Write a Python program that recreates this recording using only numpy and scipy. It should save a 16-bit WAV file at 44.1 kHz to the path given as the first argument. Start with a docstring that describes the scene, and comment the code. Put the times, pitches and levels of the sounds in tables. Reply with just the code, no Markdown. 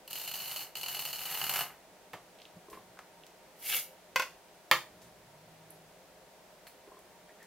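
"""Small kitchen, close stereo view of a wooden board: a knife crunches through an eel's fine bones in two strokes.
Hands lean, a faint knock, light ticks and hollow bumps follow; then the blade wipes the fillet open in one
short hiss, drops and bounces with a metallic ring, and knocks the board hard. Later a faint low drone glides up,
bumps and ticks return, and two squeaks close. Snaps, grains and noise drive resonances of steel and wood;
blows add dying sines, near walls add a short tail, and shaped noise gives the steady air throughout."""
import sys
import numpy as np
from scipy import signal
from scipy.fft import rfft, irfft
from scipy.io import wavfile

SR = 44100
rng = np.random.default_rng(int(sys.argv[2]) if len(sys.argv) > 2 else 0)


def transcribe(signal):
    """Save signal, clipped to [-1, 1], as a 16-bit WAV file at the path in sys.argv[1]."""
    frames = np.atleast_2d(signal).T
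    limited = np.clip(frames, -1, 1)
    pcm = np.round(limited * 32767).astype(np.int16)
    wavfile.write(sys.argv[1], SR, pcm)


N = 328986
TIME = np.arange(N) / SR
RING_TIME = TIME[:SR // 2]

# thicker bones snapping under the edge: (time [s], relative level [dB], fizz against blade ring [dB])
THICK_BONES = [(0.077, -39, 2), (0.108, -37.5, 1), (.13, -32.5, 4), (.155, -31, -1), (0.2759, -28.5, -1),
               (0.3131, -32, -11), (0.3384, -30.5, 0.5), (.5613, -28, -1.5), (0.7539, -28, -5),
               (0.812, -34.5, 3), (0.832, -28, -5), (0.8606, -28.5, -4), (0.883, -27, -1.5),
               (0.9463, -28, -3), (0.992, -27.5, -0.5), (1.0515, -27, -2), (1.129, -28.5, -0.5),
               (1.1847, -39, 2), (1.2133, -31, -14), (1.254, -31, -1), (1.4137, -23.5, -7),
               (1.4395, -24.5, -0.5), (1.4664, -29, -3), (1.494, -23, 1.5), (1.5371, -24, 1.5),
               (1.5588, -23, -4), (1.5896, -23.5, 1), (1.6078, -24, -18)]
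# strokes of the long cut: (start [s], end [s], relative level [dB])
CUT_STROKES = [(0.097, 0.635, 0.5), (0.758, 1.619, -1.5)]
# how hard the hand bears down, most at the tail: (time [s], pressure [dB])
HAND_PRESSURE = [(.1, -3.5), (.56, -2.5), (.78, -2), (.9, 1.5), (1.06, 2), (1.115, -2), (1.2, 1.5),
                 (1.32, 5), (1.6, 11), (1.7, 11.5)]
# spectrum of the wet fizz: (frequency [Hz], relative level [dB])
FIZZ_SPECTRUM = [(1500, -13.5), (3500, -2.5), (6000, -5), (8500, -5.5), (10500, -1), (12500, 4), (14500, 3),
                 (16000, -8)]
# spectrum of the board under the cut: (frequency [Hz], relative level [dB])
BOARD_SPECTRUM = [(40, -17.5), (90, -25), (145, 5), (230, -12.5), (400, -4.5), (560, -1), (800, 11.5),
                  (1000, 7), (1350, 8), (2000, 5.5), (3000, -0.5), (6000, -56)]
# the blade's main ring, damped by flesh: (frequency [Hz], width [Hz], relative level [dB])
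BLADE_MAIN_RING = [(2840, 117, -6), (2954, 64, 3)]
# the blade's upper ring: (frequency [Hz], width [Hz], relative level [dB])
BLADE_UPPER_RING = [(4340, 250, 1.5), (4240, 220, 6), (6340, 570, -5)]
# spectrum of the board under the sweep: (frequency [Hz], relative level [dB])
SWEEP_BOARD_SPECTRUM = [(88, -40), (150, -14), (433, -32), (509, 7.5), (598, -53), (749, 10), (969, -12),
                        (1160, -4), (1760, 4.5), (1930, -11), (2800, 13), (3800, -0.5), (7000, -12),
                        (9100, -53), (15400, -120)]
# modes of the free blade: (frequency [Hz], width [Hz], relative level [dB])
FREE_BLADE = [(2160, 31, -0.5), (2270, 60, 5), (2630, 35, 2.5), (2820, 42, -15), (3260, 32, -18),
              (3404, 27, 5), (4770, 130, -11), (5800, 59, -3), (7030, 84, -7), (9400, 60, 1),
              (10850, 130, 0.5), (12330, 58, -14), (13200, 120, -13), (13700, 58, -10), (14500, 62, -11)]
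# the knife drops on the board and bounces: (time [s], relative level [dB])
KNIFE_BOUNCES = [(4.1598, 2), (4.1622, -8.5), (4.1968, -1.5), (4.2212, -7.5)]
# broad resonances under the bouncing knife: (frequency [Hz], width [Hz], relative level [dB])
BOUNCE_RESONANCES = [(517, 59, -11), (1070, 74, 14.5), (1486, 120, 13.5), (2000, 270, 8), (2530, 160, 8.5),
                     (2760, 210, -13), (3440, 190, -1), (4250, 200, -4), (4470, 170, -16), (6000, 120, -19),
                     (12000, 5000, -15)]
# the knife's ring, before tilt: (frequency [Hz], relative level [dB])
KNIFE_RING = [(521, -2), (619, -9), (974, -5), (1004, -4), (1056, -2), (1091, -2), (1462, -3), (1546, 0),
              (1581, -3), (2026, -5), (2063, -5), (2196, -6), (2225, -6), (2496, -2), (2542, -4),
              (2577, -3), (2960, -8), (3353, -10), (3551, -13), (4439, -12), (5039, -15), (6012, -13),
              (6068, -14), (11272, -20), (11329, -20)]
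# knocks on the board, the first far fainter: (time [s], relative level [dB])
BOARD_KNOCKS = [(2.1332, -25), (4.7133, 2.5)]
# broad resonances under a knock: (frequency [Hz], width [Hz], relative level [dB])
KNOCK_RESONANCES = [(542, 47, 5.5), (840, 100, 7), (1135, 300, 14.5), (1870, 260, 13.5), (2190, 220, 6.5),
                    (2610, 210, -18), (3120, 55, 8), (3270, 73, 6.5), (4320, 64, 0.5), (5960, 180, -17),
                    (10300, 3500, -12), (11100, 890, -11), (14500, 260, -1)]
# ring of board and blade struck together, before tilt: (frequency [Hz], relative level [dB])
KNOCK_RING = [(138, -16), (345, -13), (518, -8), (620, -11), (817, -9), (933, -9), (1069, -7), (1134, -4),
              (1182, 0), (1240, -3), (1346, -1), (1718, -2), (1831, -5), (2020, -5), (2125, -2), (2157, -4),
              (2295, -6), (2490, -7), (2686, -3), (2879, -8), (2944, -6), (3133, -1), (3465, -8),
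              (4297, -9), (4841, -9), (6020, -16), (7100, -18), (9384, -17), (11300, -18), (14590, -11)]
# light taps and wet ticks of knife and fingers:
# (time [s], relative level [dB], centre [Hz], spread [octaves], decay [s])
LIGHT_TICKS = [(2.138, -26.5, 690, 1.03, 0.011), (2.387, -45, 3100, .5, 0.0041),
               (2.4004, -43, 2800, 0.46, .005), (2.4174, -40, 3350, 0.64, 0.0039),
               (2.453, -39.5, 3040, 0.4, 0.0028), (2.7, -43, 5000, 2, 0.009),
               (2.705, -41, 11600, .5, 0.068), (2.728, -35.5, 1480, 1.14, 0.037),
               (2.972, -41.5, 1350, 0.46, 0.0064), (2.99, -32, 1080, 1.1, 0.0055),
               (3.236, -42, 2950, 0.38, 0.0026), (3.266, -43.5, 3500, 2.1, 0.0056),
               (3.6255, -43, 11400, 0.6, .003), (3.731, -28, 2800, 0.14, 0.0038),
               (3.754, -19, 12900, 0.15, 0.0037), (5.017, -41, 4300, 2, 0.05),
               (5.7049, -38, 11100, 0.21, 0.0029), (6.668, -38, 1880, 0.98, 0.0072),
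               (6.669, -43.5, 4400, 0.11, 0.014), (6.67, -38, 12500, 0.86, 0.031),
               (6.991, -49, 10900, .9, .005), (7.4277, -45, 6000, 2, .008)]
# dull bumps of things moved on the counter: (time [s], relative level [dB], upper against lower ring [dB])
COUNTER_BUMPS = [(2.683, -4, -5), (2.715, -5, -3), (2.731, -7.5, 7), (2.751, -9, -2), (2.773, -10, 9),
                 (6.874, -4.5, -5), (6.919, -11, 4.5), (6.942, -14, 2), (6.969, -10.5, 1)]
# low and high pair of bump modes, before tilt: (frequency [Hz], relative level [dB])
BUMP_RING = [(340, 3.5), (430, 5.5), (1050, 12), (1170, 0)]
# hands land and lean on the board: (time [s], level [dB], release [dB per s])
HAND_PRESSES = [(1.43, -59.5, 50), (2.14, -56, 200), (2.566, -51.5, 600), (2.73, -59.5, 73),
                (4.72, -58, 135), (4.9, -66, 9.5)]
# two faint squeaks: (time [s], length [s], level [dB], frequency [Hz])
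FAINT_SQUEAKS = [(7.272, 0.063, -60.5, 1870), (7.385, 0.08, -57, 1850)]
# spectrum of the air noise: (frequency [Hz], relative level [dB])
AIR_SPECTRUM = [(15, -69), (25, -18), (49, -16), (114, -22), (137, -19), (170, -10.5), (236, -16),
                (394, -9), (560, -13), (607, -5.5), (1160, -18.5), (1890, -18.5), (2910, -22.5),
                (14400, -31.5), (16000, -31.5)]
# resonances in the air noise: (frequency [Hz], width [Hz], relative level [dB])
AIR_RESONANCES = [(177.8, 13, -2), (417, 20, -7.5), (524, 14.5, 1.5), (611, 13, 2.5), (737, 13, -3),
                  (927, 13.3, -1)]
# stereo side of the work on the board: (frequency [Hz], relative level [dB])
WORK_SIDE = [(60, -1), (200, -4), (1000, -22), (2200, -33), (4500, 0), (9000, 4.5), (15000, -0.5)]
# stereo side of the hits: (frequency [Hz], relative level [dB])
HIT_SIDE = [(60, -12), (300, -20), (900, -18.5), (2000, -15), (2800, -7), (4500, -2), (9000, 1),
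            (15000, -2)]
# stereo side of the air: (frequency [Hz], side against mid [dB])
AIR_SIDE = [(60, -4), (110, -19), (200, -8), (380, -10), (700, -13.5), (1290, -5), (2380, -4.5), (4400, -1),
            (8120, -0.5), (15000, 3)]

STROKE_RISE_S, EDGE_RELEASE_DB_PER_S, BOARD_RELEASE_DB_PER_S = 0.008, 520, 200
# drive of each layer at pressure 0 dB, and the dB it gains per dB of pressure
RASP_DB, RASP_SLOPE = -52.5, 0.54
FIZZ_DB, FIZZ_SLOPE = -44, 0.75
BOARD_DB, BOARD_SLOPE = -53, 1.11
SNAP_DB = 13.5  # gain of the snaps into blade and fizz
# fine bones come at a loose, steady pace; scatter is a share of the gap, levels are relative
FINE_GAP_S, FINE_SCATTER, FINE_DB, FINE_SPREAD_DB, FINE_FIZZ_DB = 0.017, 0.3, -35, 2, -3.5
STALL_S, STALL_DB = 0.019, -6.5  # the edge slows just before a thick bone gives
# the sweep holds full speed between two times
SWEEP_FROM_S, SWEEP_TO_S, SWEEP_RISE_DB_PER_S, SWEEP_FALL_DB_PER_S = 3.679, 3.785, 300, 398
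SWEEP_HISS_DB, SWEEP_BODY_DB = -40.5, -45.5  # relative drive
SLAP_S, SLAP_WIDTH_S, SLAP_DB = 3.732, 0.014, 14  # midway the blade leans on the board
HIT_DIP_HZ, HIT_DIP_WIDTH_HZ, HIT_DIP_SHARE = 3930, 280, 0.59  # a gap between the struck modes
PRESS_RISE_DB_PER_S = 900
DRONE_FROM_S, DRONE_TO_S, DRONE_EDGE_DB_PER_S = 5.27, 5.86, 253
DRONE_START_DB, DRONE_SWELL_DB = -66, 2
DRONE_LOW_HZ, DRONE_HIGH_HZ, DRONE_GLIDE_AT_S, DRONE_GLIDE_S = 143.9, 161, 5.39, 0.05
AIR_DB, AIR_RESONANCE_DB = -59.73, -64.5
EDGE_HZ = 15900


def cut():
    """The edge stalls on bones and snaps through; with tearing fibres it rings blade, fizz and board."""
    pressure = np.interp(TIME, *np.transpose(HAND_PRESSURE))
    edge, board = strokes(EDGE_RELEASE_DB_PER_S), strokes(BOARD_RELEASE_DB_PER_S)
    snaps, spits, stall = np.zeros(N), np.zeros(N), np.zeros(N)
    for at, db, wet_db in THICK_BONES:
        add(snaps, at, amp(db) * burst(decay_s=0.0087))
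        add(spits, at, amp(db + wet_db) * burst(decay_s=0.01))
        add(stall, at - STALL_S, np.sqrt(np.linspace(0, 1, int(STALL_S * SR))))
    moving = amp(STALL_DB * stall)
    bite = edge * amp(RASP_SLOPE * pressure)
    fine = fine_bones() * moving * bite
    snaps = snaps + fine
    spits = spits + amp(FINE_FIZZ_DB) * fine

    grip = judder(depth_db=3.0, rate_hz=250) * moving
    fibres = grains(per_s=2700, spread_db=9.0) * grip
    film = grains(per_s=5000, spread_db=0.0) * grip
    drive = amp(RASP_DB) * fibres * bite + amp(SNAP_DB) * snaps

    # bearing down chokes the blade's upper ring and passes more of each snap to the wood
    choke = amp(-0.6 * np.maximum(pressure, 0) - 3.5)
    blade = through(drive, resonances(BLADE_MAIN_RING))
    blade = blade + through(drive * choke, resonances(BLADE_UPPER_RING))
    wet = film * edge * amp(FIZZ_DB + FIZZ_SLOPE * pressure) + amp(SNAP_DB) * spits
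    fizz = through(wet, unit_energy(colour(FIZZ_SPECTRUM)))
    push = grains(per_s=3500, spread_db=0.0) * grip * board * amp(BOARD_DB + BOARD_SLOPE * pressure)
    push = push + snaps * amp(6.5 + 0.5 * pressure)
    return blade + fizz + through(push, unit_energy(colour(BOARD_SPECTRUM)))


def strokes(release_db_per_s):
    """Gain of the cutting strokes: each bites at once, holds and dies away."""
    gain = np.zeros(N)
    for start, end, db in CUT_STROKES:
        rise = np.clip((TIME - start) / STROKE_RISE_S, 0, 1)
        gain += rise * amp(db - release_db_per_s * np.maximum(TIME - end, 0))
    return gain


def fine_bones():
    """A loosely regular run of small snaps of uneven size."""
    out = np.zeros(N)
    for k, (shift, size) in enumerate(rng.standard_normal((120, 2))):
        at = (k + FINE_SCATTER * shift) * FINE_GAP_S
        add(out, at, amp(FINE_DB + FINE_SPREAD_DB * size) * burst(decay_s=0.0065))
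    return out


def sweep():
    """The blade skims wet flesh: fine grains excite the board, wet fizz and narrow modes of the steel."""
    speed = held(SWEEP_FROM_S, SWEEP_TO_S, SWEEP_RISE_DB_PER_S, SWEEP_FALL_DB_PER_S)
    lean_db = SLAP_DB * np.exp(-((TIME - SLAP_S) / SLAP_WIDTH_S) ** 2)
    grip = judder(depth_db=3.0, rate_hz=150) * speed
    rub = grains(per_s=2300, spread_db=5.5) * grip * amp(SWEEP_BODY_DB + lean_db)
    body = through(rub, unit_energy(colour(SWEEP_BOARD_SPECTRUM)))
    skim = grains(per_s=6200, spread_db=3.0) * grip * amp(SWEEP_HISS_DB)
    hiss = amp(3.5) * through(skim, unit_energy(colour(FIZZ_SPECTRUM)))
    steel = amp(-1.5) * through(skim, resonances(FREE_BLADE))
    return body + hiss + steel


def strike(blows, body, ringing, crack_db, rattle_db, rattle_s, wet_db):
    """A sharp crack and short dense rattle of the wood, thrown back by the walls, over ringing modes."""
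    force, rings = np.zeros(N), np.zeros(N)
    for s, db in blows:
        add(force, s, amp([db + crack_db]))  # a single-sample click
        add(force, s, amp(db + rattle_db) * burst(rattle_s))
        add(rings, s, amp(db) * ringing)
    gap = signal.lfilter(*signal.iirpeak(HIT_DIP_HZ, HIT_DIP_HZ / HIT_DIP_WIDTH_HZ, SR), force)
    wood = through(force - HIT_DIP_SHARE * gap, resonances(body))
    return kitchen(wood, wet_db, t60=0.27) + rings


def ticks():
    """Small contacts: a short puff with one broad hump in its spectrum."""
    out, hz = np.zeros(N), np.geomspace(50, 16000, 40)
    for s, db, centre_hz, octaves, decay_s in LIGHT_TICKS:
        hump_db = -12 * np.log1p((np.log2(hz / centre_hz) / octaves) ** 2)
        puff = through(burst(decay_s), unit_energy(colour(np.c_[hz, hump_db])))
        add(out, s, amp(db + 11.0) * puff)
    return out


def bumps():
    """Soft blows on something hollow with a low and a high pair of modes."""
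    out = np.zeros(N)
    low = ring(BUMP_RING[:2], t60=0.048, damping=0.26, tilt_db=-3.0)
    high = ring(BUMP_RING[2:], t60=0.048, damping=0.26, tilt_db=-3.0)
    for s, db, upper_db in COUNTER_BUMPS:
        hollow = low + amp(upper_db) * high
        add(out, s, amp(db - 53) * through(hollow, burst(decay_s=0.002)))
    return out


def handling():
    """Hands press and drag on the board: noise in low resonances, and two short narrow-band squeaks."""
    weight = sum(amp(db) * held(s, s, PRESS_RISE_DB_PER_S, release) for s, db, release in HAND_PRESSES)
    low_modes = resonances([(70, 17, -7), (118, 13, 1.0), (169, 23, 0.0)])
    out = through(rng.standard_normal(N) * weight, low_modes)
    for s, length, db, hz in FAINT_SQUEAKS:
        squeak = through(rng.standard_normal(len(RING_TIME)), resonances([(hz, 120, 0)]))
        squeak = unit(squeak[:int(length * SR)])
        add(out, s, amp(db) * squeak * np.hanning(len(squeak)))
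    return out


def drone():
    """A low tone of wavering level with a weaker partner a fifth below; it grows as its pitch rises."""
    risen = (1 + np.tanh((TIME - DRONE_GLIDE_AT_S) / DRONE_GLIDE_S)) / 2
    hz = DRONE_LOW_HZ + (DRONE_HIGH_HZ - DRONE_LOW_HZ) * risen
    phase = 2 * np.pi * np.cumsum(hz) / SR
    tone = np.sqrt(2) * (np.sin(phase) + amp(-12) * np.sin(phase / 1.5))
    gain = amp(DRONE_START_DB + DRONE_SWELL_DB * risen)
    gain = gain * held(DRONE_FROM_S, DRONE_TO_S, DRONE_EDGE_DB_PER_S, DRONE_EDGE_DB_PER_S)
    return gain * judder(depth_db=-1.5, rate_hz=12) * tone


def kitchen(x, wet_db, t60):
    """Nearby walls add a short, dense tail of decaying noise with its own spectrum."""
    t = RING_TIME
    onset = np.clip(t / 0.0024 - 0.5, 0, 1)  # begins 1.2 ms after the direct sound
    tail = rng.standard_normal(len(t)) * np.exp(-np.log(1000) * t / t60) * onset
    tail = through(unit_energy(tail), colour([(100, 4.4), (1000, 0.52), (3000, 1.9), (6000, 3.9), (15000, 1.7)]))
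    return x + amp(wet_db) * through(x, tail)


def air():
    """Steady ventilation noise with a few faint resonances."""
    wash = amp(AIR_DB) * unit(through(rng.standard_normal(N), colour(AIR_SPECTRUM)))
    return wash + amp(AIR_RESONANCE_DB) * through(rng.standard_normal(N), resonances(AIR_RESONANCES))


def amp(db):
    """Decibels to gain."""
    return 10 ** (np.asarray(db) / 20)


def unit(x):
    """Scaled to rms 1."""
    return x / np.sqrt(np.mean(x ** 2) + 1e-20)


def unit_energy(x):
    """Scaled to energy 1."""
    return x / np.sqrt(np.sum(x ** 2) + 1e-20)


def add(mix, s, sound):
    """Lays a sound into the mix at time s, or at the start if s is negative."""
    part = mix[max(round(s * SR), 0):][:len(sound)]
    part += sound[:len(part)]


def through(x, response):
    """Convolution, kept to the input's length."""
    return signal.fftconvolve(x, response)[:len(x)]


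def held(start, end, rise_db_per_s, fall_db_per_s):
    """A gain of 1 from start to end, with an attack before and a release after."""
    return amp(-rise_db_per_s * np.clip(start - TIME, 0, 1) - fall_db_per_s * np.maximum(TIME - end, 0))


def colour(points, size=4096):
    """Causal minimum-phase impulse response with the given (frequency [Hz], level [dB]) spectrum."""
    f, db = np.transpose(points)
    bins = abs(np.fft.fftfreq(size, 1 / SR))
    log_gain = np.log(amp(np.interp(np.log(bins + 1), np.log(f + 1), db)))
    return np.fft.ifft(np.exp(np.conj(signal.hilbert(log_gain)))).real[:size // 2]


def resonances(peaks):
    """Impulse response of dying cosines (frequency [Hz], width [Hz], level [dB]); wider ones die sooner."""
    t, response = RING_TIME, 0
    for hz, width, db in peaks:
        response = response + amp(db) * width * np.exp(-np.pi * width * t) * np.cos(2 * np.pi * hz * t)
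    response[0] /= 2  # half a step at the onset keeps the valleys dark
    return unit_energy(response)


def ring(modes, t60, damping, tilt_db):
    """Dying sines; t60 [s] holds at 1 kHz, higher modes die sooner, tilt is in dB per octave."""
    t, out = RING_TIME, 0
    for k, (hz, db) in enumerate(modes):
        khz = hz / 1000
        fall = np.exp(-np.log(1000) * t * khz ** damping / t60)
        out = out + (-1) ** k * amp(db + tilt_db * np.log2(khz)) * fall * np.sin(2 * np.pi * hz * t)
    return out


def burst(decay_s):
    """A dying puff of noise with a nearly even spectrum and energy 1."""
    fade = np.exp(-TIME[:4096] / decay_s)
    puff = rng.standard_normal(len(fade)) * fade
    for _ in range(3):  # flatten the spectrum, then restore some of the fade
        z = rfft(puff)
        puff = irfft(z / (abs(z) + 1e-12), len(fade)) * fade ** (1 / 4)
    return unit_energy(puff)


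def grains(per_s, spread_db):
    """Random tiny clicks; spread makes a few much larger than the rest."""
    size = amp(spread_db * np.minimum(rng.exponential(1, N), 4))
    present = rng.random(N) < per_s / SR
    return unit(size * rng.choice([-1, 1], N) * present)


def judder(depth_db, rate_hz):
    """Uneven grip: a gain that wanders about 1."""
    knots = rng.standard_normal(N)
    return unit(amp(depth_db * np.interp(TIME * rate_hz, np.arange(N), knots)))


def scene():
    """The work on the board sits in the middle; its treble reaches left and right as unlike crackle."""
    knife_ring = amp(-33) * ring(KNIFE_RING, t60=0.11, damping=0.21, tilt_db=1.0)
    board_ring = amp(-30) * ring(KNOCK_RING, t60=0.19, damping=0.24, tilt_db=0.7)
    hits = strike(KNIFE_BOUNCES, BOUNCE_RESONANCES, knife_ring,
                  crack_db=-10, rattle_db=-1.0, rattle_s=0.0039, wet_db=-6.5)
    hits += strike(BOARD_KNOCKS, KNOCK_RESONANCES, board_ring,
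                   crack_db=0.5, rattle_db=5.0, rattle_s=0.0034, wet_db=-6.5)
    small = ticks() + bumps()
    near = kitchen(cut() + sweep() + small, wet_db=-7.5, t60=0.27)
    mid = near + hits + handling() + drone() + air()

    # the side gets fresh draws of cut, sweep and air; bursts smear the small sounds and hits
    work = through(cut() + sweep() + through(small, burst(decay_s=0.0012)), colour(WORK_SIDE))
    knocks = through(through(hits, burst(decay_s=0.0015)), colour(HIT_SIDE))
    side = amp(-7) * kitchen(work + knocks, wet_db=-2.5, t60=0.22)
    side = side + through(air(), colour(AIR_SIDE))
    return np.array([mid + side, mid - side])


def record(dry):
    """The recorder's band limit: a steep low-pass on both channels."""
    low_pass = signal.firwin(255, EDGE_HZ, window=("kaiser", 8), fs=SR)
    return signal.oaconvolve(dry, low_pass[None], "same")


dry = scene()
out = record(dry)
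transcribe(out)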